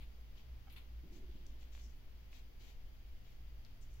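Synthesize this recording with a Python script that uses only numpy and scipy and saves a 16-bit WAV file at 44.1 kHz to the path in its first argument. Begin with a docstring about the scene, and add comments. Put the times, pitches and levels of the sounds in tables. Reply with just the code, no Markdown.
"""In a quiet room, about a metre away and a little to the left, a dog noses and licks her puppy on a mat.
Turbulent air excites her nasal passages as she sniffs in and puffs out. Films of saliva rupture, so
her tongue crackles and her lips click; her muzzle brushes through fur. Something bumps and rumbles
briefly behind the walls, which pass mainly low frequencies. Beneath lie a wavering hum, faint room
air and the microphone's own hiss."""
import sys
import numpy as np
from scipy import signal
from scipy.fft import rfft, irfft
from scipy.io import wavfile
from scipy.ndimage import uniform_filter1d

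SR = 44100
rng = np.random.default_rng(int(sys.argv[2]) if len(sys.argv) > 2 else 0)


def output_pcm(signal):
    """Save a mono or channel-first signal as 16-bit PCM at the path in sys.argv[1].

    Samples are clipped to [-1, 1] before scaling.
    """
    pcm = np.clip(np.atleast_2d(signal).T, -1, 1) * 32767
    wavfile.write(sys.argv[1], SR, np.round(pcm).astype(np.int16))


N = 176400
T = np.arange(N) / SR

# breaths in and out (start [s], length [s], level [dB], relative level of nostril hiss or whistle [dB])
SNIFFS_IN = [(.345, 0.084, -68.5, -27), (1.11, 0.095, -69, -4), (1.585, 0.074, -72, -5),
             (1.712, 0.13, -68, -4.5), (2.307, 0.11, -65.5, -8.5), (2.588, .15, -67, -8.5),
             (3.23, .13, -74, -10)]
PUFFS_OUT = [(-.02, 0.068, -65.5, -10), (.695, 0.03, -67.5, -5), (.72, 0.026, -66, 2.5),
             (.759, 0.036, -57.5, -12.5)]
# spectra of the nasal passages and nostrils, for each direction of flow (frequency [Hz], gain [dB])
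PASSAGE_IN = [(500, -8.5), (1400, -16.5), (2200, -2), (3100, 1), (4300, -1), (5400, -6), (8000, -16.5),
              (9200, -45), (12500, -10), (16000, -24)]
PASSAGE_OUT = [(500, -22), (1000, -9.5), (1800, -8), (2500, 5), (3400, 2.5), (4200, 1), (5200, -18),
               (7500, -16.5), (9000, -17), (16000, -32)]
NOSTRIL_HISS = [(4500, -27), (5600, -3.5), (6400, -0.5), (7700, -6), (8700, -18), (10500, -15),
                (16000, -20)]
NOSTRIL_WHISTLE = [(8500, -31), (9900, -13), (11300, -6), (12300, -3), (13000, -1), (13800, -7),
                   (16000, -9)]
# wet tongue strokes (start [s], length [s], level [dB], crackle frequency [Hz])
TONGUE_STROKES = [(1.478, 0.048, -74, 6000), (1.807, 0.1, -68.5, 5840), (1.885, 0.056, -71, 5900),
                  (1.955, 0.042, -75, 9500), (3.815, 0.049, -65.5, 6400), (3.896, 0.13, -77, 6170)]
# lip and saliva clicks (time [s], level [dB], frequency [Hz], decay [s])
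SALIVA_CLICKS = [(.699, -54, 4840, .0006), (0.7637, -49, 3420, .001), (1.4665, -44.5, 6100, 0.0003),
                 (1.6285, -53, 2600, .0004), (1.7507, -44, 2900, 0.00027), (1.7772, -48, 2330, 0.00021),
                 (2.3302, -48, 2550, 0.00045), (3.6497, -44.5, 4600, 0.00035), (3.6575, -56, 2880, 0.00028),
                 (3.664, -55, 3060, 0.00051), (3.814, -57, 8300, .0008), (3.9417, -54.5, 8800, 0.0003)]
# partings of the lips (time [s], level [dB])
LIP_SMACKS = [(.670, -67), (.679, -63.5)]
# modes of the mouth cavity (frequency [Hz], gain [dB], decay [s])
MOUTH_MODES = [(789, 0, 0.0027), (1290, -1.5, 0.0031), (1580, -4.5, .004), (2230, -5, 0.0035),
               (3140, -3, 0.0033)]
# strokes of the muzzle in fur (start [s], length [s], level [dB])
FUR_RUBS = [(1.205, .5, -76.5), (2.922, 0.2, -84), (3.65, 0.12, -78.5)]
# shape of the dog's left-over-right balance (frequency [Hz], gain [dB])
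DOG_LEFT_BIAS = [(800, -7.5), (2200, -1), (3400, 14), (4500, 9), (5900, 10), (7600, 15), (9000, 0.5),
                 (10300, -3), (11800, 2), (13000, 6), (15500, 3)]
# dip in the response of the microphone ports (frequency [Hz], gain [dB])
PORT_RESPONSE = [(7600, 0), (8800, -8), (10000, -1)]
# knocks behind the wall (time [s], level [dB], relative level of the ring [dB])
WALL_BUMPS = [(1.033, -60.5, -14), (1.11, -63.5, -4.5), (1.161, -62.5, -12), (1.224, -67, -2),
              (1.284, -69.5, -4.5), (1.346, -63.5, -15), (1.468, -69, -12), (1.83, -75, -5),
              (1.951, -74, -24)]
# what the wall lets through (frequency [Hz], gain [dB])
WALL_TRANSMISSION = [(90, -43), (160, -1), (240, -2), (340, -3), (400, -15.5), (500, -17), (800, -27),
                     (2000, -63)]
# envelopes of the hum and its overtone, before their trim (time [s], level [dB])
HUM_ENVELOPE = [(0.0, -49.5), (0.38, -61.5), (0.54, -47.5), (0.62, -58.5), (0.99, -49), (1.11, -65),
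                (1.3, -45.5), (1.35, -57.5), (1.88, -49), (2.07, -84), (2.13, -56), (2.9, -63.5),
                (3.09, -51.5), (3.21, -69), (3.54, -50), (3.74, -83), (3.98, -51.5), (4.0, -72)]
OVERTONE_ENVELOPE = [(0.0, -61), (0.09, -77.5), (0.61, -66.5), (0.73, -73), (3.19, -80), (3.21, -68),
                     (4.0, -65)]
# the building's rumble (frequency [Hz], gain [dB])
RUMBLE_SPECTRUM = [(5, -7.5), (13, 1.5), (19, -3.5), (30, -9.5), (47, -8.5), (62, -13.5), (75, -21),
                   (105, -20.5), (135, -29), (300, -70.5)]
# noise floor: faint room air below, the microphone's own hiss above (frequency [Hz], gain [dB])
FLOOR_SPECTRUM = [(130, -8.5), (150, -10.5), (180, -9), (250, -9.5), (320, -14.5), (450, -16.5),
                  (730, -20.5), (1100, -24.5), (1650, -25), (2100, -22.5), (2550, -24.5), (3100, -23),
                  (3700, -27.5), (4300, -29.5), (4750, -26), (5250, -31.5), (6200, -32.5), (7500, -39.5),
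                  (8800, -51), (10500, -39), (12600, -32.5), (13400, -32), (14200, -33.5), (15500, -32.5)]
# the floor's side over middle, and shape of its left-over-right balance (frequency [Hz], gain [dB])
FLOOR_SIDE = [(130, 0.5), (300, -3), (600, -1), (1500, -.5), (12000, 1)]
FLOOR_LEFT_BIAS = [(300, 1), (1500, 1.4), (3000, 2), (4800, 6), (6500, 3.5), (9000, -0.5), (11000, -4),
                   (13300, 5), (15500, -8.5)]


def undb(db):
    """Decibels to amplitude ratio."""
    return 10 ** (np.asarray(db) / 20)


def unit(x):
    """Normalisation to rms 1."""
    return x / np.sqrt(np.mean(x ** 2) + 1e-30)


def noise():
    """White Gaussian noise."""
    return rng.standard_normal(N)


def colour(x, points, power=1):
    """Zero-phase filtering by a (frequency [Hz], gain [dB]) curve, its decibels scaled by power."""
    hz, db = np.array(points, float).T
    bins_hz = np.maximum(np.arange(N // 2 + 1) * SR / N, 1)
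    gain_db = power * np.interp(np.log(bins_hz), np.log(hz), db)
    return irfft(rfft(x) * undb(gain_db), N)


def resonate(x, hz, q):
    """Two like resonators in cascade give steep skirts."""
    section = np.concatenate(signal.iirpeak(hz, q, SR))
    return signal.sosfilt(np.tile(section, (2, 1)), x)


def wander(rate_hz):
    """Smooth random fluctuation of rms 1."""
    hold = int(SR / rate_hz)
    steps = np.repeat(rng.standard_normal(N // hold + 1), hold)
    return unit(uniform_filter1d(uniform_filter1d(steps, hold), hold)[:N])


def swell(start, length, attack_s, release_s):
    """Linear attack and release, both within the length."""
    return np.clip((T - start) / attack_s, 0, 1) * np.clip((start + length - T) / release_s, 0, 1)


def strike(start, rise_s, decay_s):
    """Linear rise, then exponential decay."""
    age = np.maximum(T - start, 0)
    return np.minimum(age / rise_s, 1) * np.exp(-np.maximum(age - rise_s, 0) / decay_s)


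def mode(start, hz, rise_s, decay_s):
    """Free vibration of a damped oscillator."""
    return strike(start, rise_s, decay_s) * np.sin(2 * np.pi * hz * (T - start))


def stereo_noise(width=1):
    """Middle plus and minus side: the channels are uncorrelated at width 1."""
    mid, side = noise(), width * noise()
    return np.array([mid + side, mid - side])


def nose(breaths, passage, nostril, attack_s, release_s):
    """Turbulence: fluttering bursts of air excite the nasal passages and hiss at the nostrils."""
    body = unit(colour(stereo_noise(), passage))
    hiss = unit(colour(stereo_noise(), nostril))
    flow = sum(swell(t, length, attack_s, release_s) * undb(db) * (body + undb(hiss_db) * hiss)
               for t, length, db, hiss_db in breaths)
    return flow * undb(wander(rate_hz=150))  # flutter of 1 dB rms


def licks(pops_per_s=2900, scatter_db=0.5):
    """Shot noise: tiny films burst in a dense crackle as the tongue peels off wet fur."""
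    out = 0
    for t, length, db, hz in TONGUE_STROKES:
        ruptures = rng.random(N) < pops_per_s / SR
        pops = ruptures * undb(scatter_db * noise()) * stereo_noise()
        crackle = unit(resonate(pops, hz, q=2.6))
        out += undb(db) * swell(t, length, attack_s=0.011, release_s=0.054) * crackle
    return out


def clicks():
    """Impulse response: a film of saliva snaps and rings a small air pocket for a few cycles."""
    return sum(undb(db) * mode(t, hz, rise_s=0.0001, decay_s=decay) for t, db, hz, decay in SALIVA_CLICKS)


def smacks():
    """Cavity resonance: the lips part softly and the modes of the mouth ring."""
    return sum(undb(db + mode_db) * mode(t, hz, rise_s=0.0028, decay_s=decay)
               for t, db in LIP_SMACKS for hz, mode_db, decay in MOUTH_MODES)


def fur(hairs_per_s=900, unevenness_db=2):
    """Friction: the muzzle brushes through fur with faint, uneven ticks of hair."""
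    hairs = (rng.random(N) < hairs_per_s / SR) * stereo_noise()
    ticks = unit(resonate(hairs, hz=3180, q=1.6))
    brush = sum(undb(db) * swell(t, length, attack_s=0.067, release_s=0.06) for t, length, db in FUR_RUBS)
    return brush * undb(unevenness_db * wander(rate_hz=39.9)) * ticks


def dog(reflection_db=-4):
    """Early reflections from the wooden pen join the muzzle sounds; channel balance sets them left."""
    sniffs = nose(SNIFFS_IN, PASSAGE_IN, NOSTRIL_HISS, attack_s=0.021, release_s=0.032)
    puffs = nose(PUFFS_OUT, PASSAGE_OUT, NOSTRIL_WHISTLE, attack_s=0.0049, release_s=0.011)
    direct = sniffs + puffs + licks() + clicks() + smacks() + fur()
    pen_response = unit(stereo_noise() * strike(0.0022, rise_s=0.00067, decay_s=0.032)) / np.sqrt(N)
    reflections = undb(reflection_db) * signal.fftconvolve(direct, pen_response, axes=1)[:, :N]
    left, right = colour(direct + reflections, PORT_RESPONSE)
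    return np.array([left, colour(right, DOG_LEFT_BIAS, power=-0.91)])


def bumps(rise_s=0.0073):
    """Transmission loss: the wall dulls each knock to a short thud and a rumble with a low ring."""
    out = 0
    for t, db, ring_db in WALL_BUMPS:
        blow = stereo_noise(width=0.22)
        rumble = unit(colour(blow, WALL_TRANSMISSION))
        ring = undb(ring_db) * unit(resonate(blow, hz=366, q=5.7))
        thud = undb(3) * mode(t, hz=287, rise_s=rise_s, decay_s=0.0041)
        out += undb(db) * (strike(t, rise_s, decay_s=0.085) * (rumble + ring) + thud)
    return out


def hum(trim_db=-1):
    """Amplitude and frequency modulation: a low tone and its weak overtone waver."""
    out = 0
    for envelope, hz, drift in ((HUM_ENVELOPE, 57.66, 0.02885), (OVERTONE_ENVELOPE, 117.54, 0.02)):
        level_db = np.interp(T, *np.array(envelope).T) + trim_db
        pitch_hz = hz * (1 + drift * wander(rate_hz=12))
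        phase = 2 * np.pi * np.cumsum(pitch_hz) / SR
        out += undb(level_db) * np.sqrt(2) * np.sin(phase)
    return out


def noise_floor(rumble_db=-51.5, floor_db=-70):
    """Coherence: building rumble is alike in both channels; room air and microphone hiss are wide."""
    rumble = undb(rumble_db) * unit(colour(stereo_noise(width=0.22), RUMBLE_SPECTRUM))
    low_cut = signal.butter(4, 130, "high", fs=SR, output="sos")
    mid, side = (unit(signal.sosfilt(low_cut, colour(noise(), FLOOR_SPECTRUM))) for _ in range(2))
    side = colour(side, FLOOR_SIDE)
    left = colour(mid + side, FLOOR_LEFT_BIAS, power=0.4)
    right = colour(mid - side, FLOOR_LEFT_BIAS, power=-0.54)
    return rumble + undb(floor_db) * np.array([left, right])


def scene():
    """Superposition: the dog and the background add."""
    return dog() + bumps() + hum() + noise_floor()


def record(dry):
    """Band limiting: the recorder's steep low-pass filter cuts the highest treble."""
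    cutoff_hz = 15750
    return signal.sosfilt(signal.ellip(10, 0.1, 70, cutoff_hz, fs=SR, output="sos"), dry)


dry = scene()
out = record(dry)
output_pcm(out)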